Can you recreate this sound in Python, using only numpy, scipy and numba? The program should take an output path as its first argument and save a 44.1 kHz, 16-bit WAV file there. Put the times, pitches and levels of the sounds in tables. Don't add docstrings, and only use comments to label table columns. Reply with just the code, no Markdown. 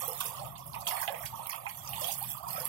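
import sys
import numpy as np
from scipy import signal
from scipy.fft import rfft, irfft
from scipy.io import wavfile
from scipy.ndimage import uniform_filter1d
from numba import njit

SR = 44100
rng = np.random.default_rng(int(sys.argv[2]) if len(sys.argv) > 2 else 0)


def boost(x):
    u = np.asarray(x, float) / 20
    return 10 ** u


def dump_mix(stems):
    frames = np.atleast_2d(stems).T
    limited = np.clip(frames, -1, 1)
    pcm = np.round(limited * 32767).astype(np.int16)
    wavfile.write(sys.argv[1], SR, pcm)


N = 118188
PORT_LAG_S = 0.00056
BIGGEST = 3.0


def colour(x, table, sign=1):
    hz, db = np.array(table).T
    log_f = np.log(np.maximum(np.fft.rfftfreq(N, 1 / SR), 1))
    return irfft(rfft(x) * boost(sign * np.interp(log_f, np.log(hz), db)), N)


def curve(table, order):
    rows = np.array(table)
    return np.interp(np.arange(N) / SR, rows[:, 0], rows[:, order])


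def unit(x):
    return x / np.sqrt(np.mean(x ** 2))


def walk(rate_hz):
    hold = int(SR / rate_hz)
    steps = np.repeat(rng.standard_normal(N // hold + 1), hold)
    return uniform_filter1d(uniform_filter1d(steps, hold), hold)[:N]


@njit
def ring(rows, n, sr, swell):
    out = np.zeros((2, n))
    for r in rows:
        tau = r[2] / r[1] * sr
        for port in range(2):
            at = int((r[0] + (r[6] if port == 0 else 0.)) * sr)
            phase = 0.
            for i in range(max(0, -at), min(int(6 * tau) + 2, n - at)):
                u = i / tau
                phase += 2 * np.pi * min(r[1] * (1 + r[3] * u), .45 * sr) / sr
                envelope = np.exp(-u) * (1 - np.exp(-u / swell))
                out[port, at + i] += r[4 + port] * envelope * np.sin(phase)
    return out


def grains(t, hz, cycles, glide, db, pan_db, lag, swell=0.37):
    left, right = boost(db + pan_db / 2), boost(db - pan_db / 2)
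    columns = np.broadcast_arrays(t, hz, cycles, glide, left, right, lag * PORT_LAG_S)
    return ring(np.ascontiguousarray(np.array(columns, float).T), N, float(SR), float(swell))


def cloud(count, lo_hz, hi_hz, cycles, glide, scatter_db, pan_db):
    u = rng.random((count, 4)).T
    g = rng.standard_normal((count, 2)).T
    hz = lo_hz * (hi_hz / lo_hz) ** u[1]
    db = 20 * np.log10(hz / hi_hz) + scatter_db * np.minimum(-np.log(1 - u[2]), BIGGEST)
    return unit(grains(u[0] * N / SR, hz, cycles * (.5 + u[3]), glide, db, pan_db * g[0], g[1]))


def cluster(table, count, spread, cycles, glide, rest_db, lead_db, rise=0.0066, scatter_db=5.5):
    t, db, hz, decay = np.array(table).T[:, :, None]
    u = rng.random((3, len(t), count))
    g = rng.standard_normal((3, len(t), count))
    first = np.arange(count) < 2
    late = np.where(first, 0.001925 * np.arange(count), u[0] ** 1.5 * np.clip(decay, .01, .5))
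    detune = np.where(first, .3, 1) * np.clip(g[0], -1.3, 2)
    onset_db = 20 * np.log10(np.clip(late / rise, .15, 1))
    chance_db = scatter_db * np.minimum(-np.log(1 - u[1]), BIGGEST)
    size = db + np.where(first, lead_db, rest_db - 30 * late / decay + onset_db + chance_db)
    pitch = np.clip(hz * np.exp(spread * detune), 300, 15500)
    length = cycles * np.where(first, .6, .5 + u[2])
    lag = g[2, :, :1] + 0.29 * g[2]

    def flat(v):
        return np.broadcast_to(v, late.shape).ravel()

    return grains(flat(t + late), flat(pitch), flat(length), glide,
                  flat(size), flat(3 * g[1] * ~first), flat(lag))


# (frequency [Hz], level [dB])
RUMBLE_COLOUR = [(20, -34), (37, -23), (66, 0), (95, -0.5), (130, 8.5), (165, 2), (275, -16.5), (450, -23)]
# (time [s], level [dB])
GUSTS = [(0, -53.5), (.38, -52), (.43, -49), (.56, -52), (.7, -49), (.9, -56), (1.32, -50), (1.52, -59.5),
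         (1.95, -50), (2.15, -54), (2.4, -53.5)]


def rumble():
    shape = RUMBLE_COLOUR + [(900, -111)]
    shared = unit(colour(rng.standard_normal(N), shape))
    other = unit(colour(rng.standard_normal(N), shape))
    gust = curve(GUSTS, order=1)
    mean = gust.mean()
    left = shared * boost(gust + 2.0 + 2.3 * walk(10.24))
    right_db = mean - 11.5 + 2.0 * (gust - mean)
    right = (shared + 0.33 * other) * boost(right_db + 3.5 * walk(6.4))
    return np.array([left, right])


# (time [s], churn level [dB], spray level [dB])
SHOAL = [(0, -41, -43), (.27, -48.5, -44), (.33, -50.5, -55.5), (.42, -40.5, -53.5), (.54, -54, -59),
         (.72, -49.5, -53.5), (.85, -44, -51.5), (.89, -39.5, -42), (1.15, -49.5, -47.5),
         (1.43, -45.5, -52), (1.6, -49, -55.5), (1.82, -52, -51.5), (2.0, -45.5, -46), (2.3, -55, -44.5),
         (2.42, -47.5, -56), (2.52, -44.5, -43.5), (2.68, -46, -40.5)]
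# (frequency [Hz], level [dB])
BUBBLE_COLOUR = [(250, -48), (390, -19.5), (490, -15.5), (570, -1), (770, 5.5), (1200, 6), (1500, -18),
                 (2400, -35)]


def churn():
    bubbles = cloud(count=1600, lo_hz=405.2, hi_hz=1506.0, cycles=6.86, glide=0.052,
                    scatter_db=3., pan_db=4.5)
    return unit(colour(bubbles, BUBBLE_COLOUR)) * boost(curve(SHOAL, order=1) + 2.2 * walk(14))


# (frequency [Hz], level [dB])
SPRAY_COLOUR = [(880, -62), (1500, -2.5), (2110, -7), (3380, -1.5), (3900, -8.5), (6900, -7), (13000, 8.5),
                (15700, -1.5), (16500, -62)]


def spray():
    crackle = cloud(count=12000, lo_hz=1800, hi_hz=16000, cycles=6, glide=.02, scatter_db=3.4, pan_db=4.)
    fizz = cloud(count=2500, lo_hz=1721, hi_hz=8690, cycles=10.6, glide=0.0093,
                 scatter_db=5.0, pan_db=-4.0)
    mix = crackle + fizz + boost(-4.5) * rng.standard_normal((2, N))
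    return unit(colour(mix, SPRAY_COLOUR)) * boost(curve(SHOAL, order=2) + 2.5 + 3.0 * walk(15.3))


# (time [s], peak level [dB], pitch [Hz])
TICKS = [(0.0493, -26, 12100), (0.0797, -19, 12800), (0.1316, -24, 9480), (0.2064, -23, 12500),
         (0.2563, -23, 10600), (0.4653, -35, 11800), (0.5801, -39, 8220), (0.6654, -30, 11400),
         (0.6764, -30, 11700), (0.7512, -28, 11600), (0.8076, -31, 9880), (0.8749, -20, 11400),
         (0.8919, -19, 12800), (1.0006, -24, 11600), (1.0146, -22, 13300), (1.0304, -26, 11800),
         (1.1233, -26, 12200), (1.2136, -28, 13300), (1.2326, -33, 8060), (1.26, -28, 11200),
         (1.4696, -20, 13100), (1.4965, -22, 11400), (1.5604, -26, 11800), (1.709, -32, 12000),
         (1.7754, -33, 12800), (1.8347, -35, 7890), (1.8916, -26, 13500), (1.9345, -27, 11700),
         (2.0103, -25, 8160), (2.1181, -24, 13200), (2.1849, -24, 12500), (2.2263, -20, 11500),
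         (2.3017, -20, 13000), (2.3164, -24, 11400), (2.3765, -26, 15000), (2.4309, -29, 13300),
         (2.5047, -23, 11500), (2.5331, -25, 11900), (2.6, -22, 11400), (2.6179, -24, 11500),
         (2.6484, -24, 11400), (2.6534, -16, 10800)]


def ticks():
    t, peak_db, hz = np.array(TICKS).T
    lag = .3 * rng.standard_normal(len(t))
    out = np.zeros((2, N))
    for late_s, ratio, gain_db in [(.0012, 1, 14), (.0014, 1.18, 9), (.0016, .8, 3)]:
        pitch = np.minimum(hz * ratio, 15500)
        out += grains(t + late_s, pitch, 3., 0., 1.3 * peak_db + gain_db, 0., lag, swell=.4)
    return out


# (time [s], level [dB], coarse drops relative to it [dB], decay [s])
BURSTS = [(0.079, -15.5, -16, 0.095), (0.208, -10.5, -4, 0.033), (0.2582, -13, -13, 0.11),
          (0.365, -47, -17, .08), (0.463, -24, -25, .06), (0.58, -28.5, -5, .1), (0.662, -24, -25, 0.13),
          (0.753, -35, -8, .08), (0.808, -25.5, -1, 0.043), (0.8728, -15.5, -0.5, .14),
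          (1.001, -30, -25, 0.021), (1.0163, -15, -9.5, 0.19), (1.233, -30, -5, 0.031),
          (1.257, -16.5, -3.5, 0.065), (1.469, -21, -18, 0.036), (1.496, -14.5, -11.5, 0.2),
          (1.69, -24, -5, 0.053), (1.775, -23, -10.5, 0.077), (1.833, -42, -10, 0.089),
          (1.893, -26.5, -4.5, 0.16), (2.0134, -20, -1.5, 0.087), (2.037, -16, -6, 0.093),
          (2.0761, -13.5, -13.5, 0.065), (2.118, -15, -7.5, 0.12), (2.1844, -16.5, -16.5, 0.089),
          (2.2254, -21.5, -26, 0.17), (2.3004, -16.5, -14.5, .12), (2.376, -37, 1, 0.11),
          (2.429, -39, -3.5, 0.24), (2.485, -20, -5, 0.043), (2.505, -24, -7, 0.19), (2.598, -23, -4, .14)]


def bursts():
    t, db, coarse_db, decay = np.array(BURSTS).T
    one = np.ones(len(t))
    fine = cluster(np.c_[t - .007, db, 12000 * one, decay], count=130, spread=0.191, cycles=5,
                   glide=0.0016, rest_db=-13.5, lead_db=-40, rise=0.0063, scatter_db=3.0)
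    coarse = cluster(np.c_[t - .004, db + coarse_db, 5900 * one, .8 * decay], count=60, spread=0.25,
                     cycles=7, glide=0.055, rest_db=-12.5, lead_db=-62, rise=0.01, scatter_db=3.5)
    return fine + coarse


# (time [s], peak level [dB], pitch [Hz])
PLOPS = [(0.023, -38.5, 530), (0.08, -34.5, 508), (0.085, -33.5, 910), (0.11, -44, 477), (0.248, -47, 496),
         (0.305, -49.5, 525), (0.118, -35, 845), (0.205, -29, 1084), (0.393, -37.5, 868), (0.436, -36, 625),
         (0.739, -34.5, 970), (0.761, -30.5, 885), (0.875, -35, 940), (0.91, -29.5, 992), (0.929, -31, 872),
         (1.015, -31.5, 995), (1.078, -23.5, 722), (1.1, -34.5, 576), (1.134, -31.5, 649),
         (1.203, -36.5, 708), (1.328, -32.5, 906), (1.393, -30, 870), (1.528, -34, 1070),
         (1.656, -29.5, 965), (1.979, -35, 917), (2.014, -32, 595), (2.081, -29.5, 736), (2.042, -38, 680),
         (2.125, -52, 805), (2.153, -43, 835), (2.183, -43.5, 1160), (2.348, -36, 1185), (2.435, -39, 1214),
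         (2.465, -29, 940), (2.482, -37, 1174), (2.538, -32, 757), (2.562, -28.5, 1270), (2.578, -31, 589)]


def plops():
    rows = np.array(PLOPS)
    t, db, hz = rows.T
    g = rng.standard_normal((len(rows), 2)).T
    lead = grains(t, hz * .95, 5.06, 0.0517, db + 8, 3 * g[0] + 2.7, g[1], swell=0.8)
    rest = cluster(np.c_[rows, np.full(len(rows), .11)], count=24, spread=0.1574, cycles=7.3,
                   glide=0.033, rest_db=-9.5, lead_db=-38, scatter_db=3.5)
    gurgle = grains(np.array([2.212]), 720, 9.2, 0.15, -23.5, 3.6, 0., swell=0.91)
    return lead + rest + gurgle


# (time [s], peak level [dB], pitch [Hz], decay [s])
SLAPS = [(0.2049, -28, 3200, 0.17), (0.3686, -36, 4800, 0.091), (0.396, -35, 4640, 0.032),
         (0.452, -41, 2630, 0.08), (0.5551, -37, 3460, 0.12), (0.7327, -32.5, 4500, 0.04),
         (0.7443, -29.5, 2500, 0.1), (0.869, -18, 3160, 0.074), (0.9104, -29.5, 1854, 0.18),
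         (0.9654, -28.5, 2200, 0.14), (1.0283, -27.5, 1770, 0.06), (1.077, -24, 2036, 0.15),
         (1.078, -21.5, 2950, 0.029), (1.1448, -30.5, 2220, 0.18), (1.234, -35.5, 1786, 0.1),
         (1.2595, -28, 3010, 0.049), (1.4586, -35, 2840, 0.05), (1.4969, -34.5, 2350, 0.24),
         (1.5307, -28, 2720, 0.17), (1.666, -25, 2340, 0.12), (1.8751, -23.5, 5770, 0.017),
         (1.933, -27.5, 2900, 0.049), (1.9618, -30.5, 3280, 0.024), (2.043, -25.5, 3030, 0.14),
         (2.0787, -27.5, 3140, 0.14), (2.563, -42, 1880, 0.11)]


def slaps():
    return cluster(SLAPS, count=70, spread=0.19, cycles=4.5, glide=0.026,
                   rest_db=-13, lead_db=1.5, scatter_db=4.5)


def wall_echo(water):
    t60_s, level_db = 0.11, -7
    t = np.arange(SR // 3) / SR
    tail = rng.standard_normal((2, len(t))) * boost(-60 * t / t60_s) * (t > .004)
    tail /= np.sqrt((tail ** 2).sum(axis=1, keepdims=True))
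    return boost(level_db) * signal.fftconvolve(water, tail, axes=1)[:, :N]


# (frequency [Hz], left minus right [dB])
PORTS = [(200, 13.5), (400, 0), (750, -10), (1200, -12), (2400, -10), (4400, -7.5), (8500, -4.5),
         (12500, -12)]


def port_shading(water):
    return np.array([colour(water[0], PORTS, sign=0.92), colour(water[1], PORTS, sign=-0.3)])


def scene():
    water = churn() + spray() + plops() + slaps() + ticks() + bursts()
    water = water + wall_echo(water)
    hiss = boost(-70) * rng.standard_normal((2, N))
    return port_shading(water) + rumble() + hiss


def patchy_treble(x):
    mask_db, mask_from_hz, patch_db = -13, 3500, 2.5
    f, _, z = signal.stft(x, SR, nperseg=1024)
    patch = np.repeat(rng.standard_normal((65, z.shape[2])), 8, axis=0)[:len(f)]
    patch = uniform_filter1d(patch, size=7, axis=1)
    z = z * boost(patch_db * patch / patch.std() * (f > 1500)[:, None])
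    power = np.abs(z) ** 2
    treble = f > mask_from_hz
    loudness = np.log(power[:, treble].mean(axis=1, keepdims=True) + 1e-18)
    mask = np.exp(uniform_filter1d(loudness, size=7, axis=2)) * boost(mask_db)
    around = uniform_filter1d(uniform_filter1d(power, size=5, axis=1), size=5, axis=2)
    local = np.sqrt(power * around)
    z = np.where(treble[:, None] & (local < mask), 0, z) * (f < 16050)[:, None]
    return signal.istft(z, SR, nperseg=1024)[1][:, :N]


def band_limit(x):
    return signal.sosfilt(signal.butter(12, 16630, fs=SR, output="sos"), x)


def record(dry):
    mix = patchy_treble(dry)
    return band_limit(mix)


dry = scene()
out = record(dry)
dump_mix(out)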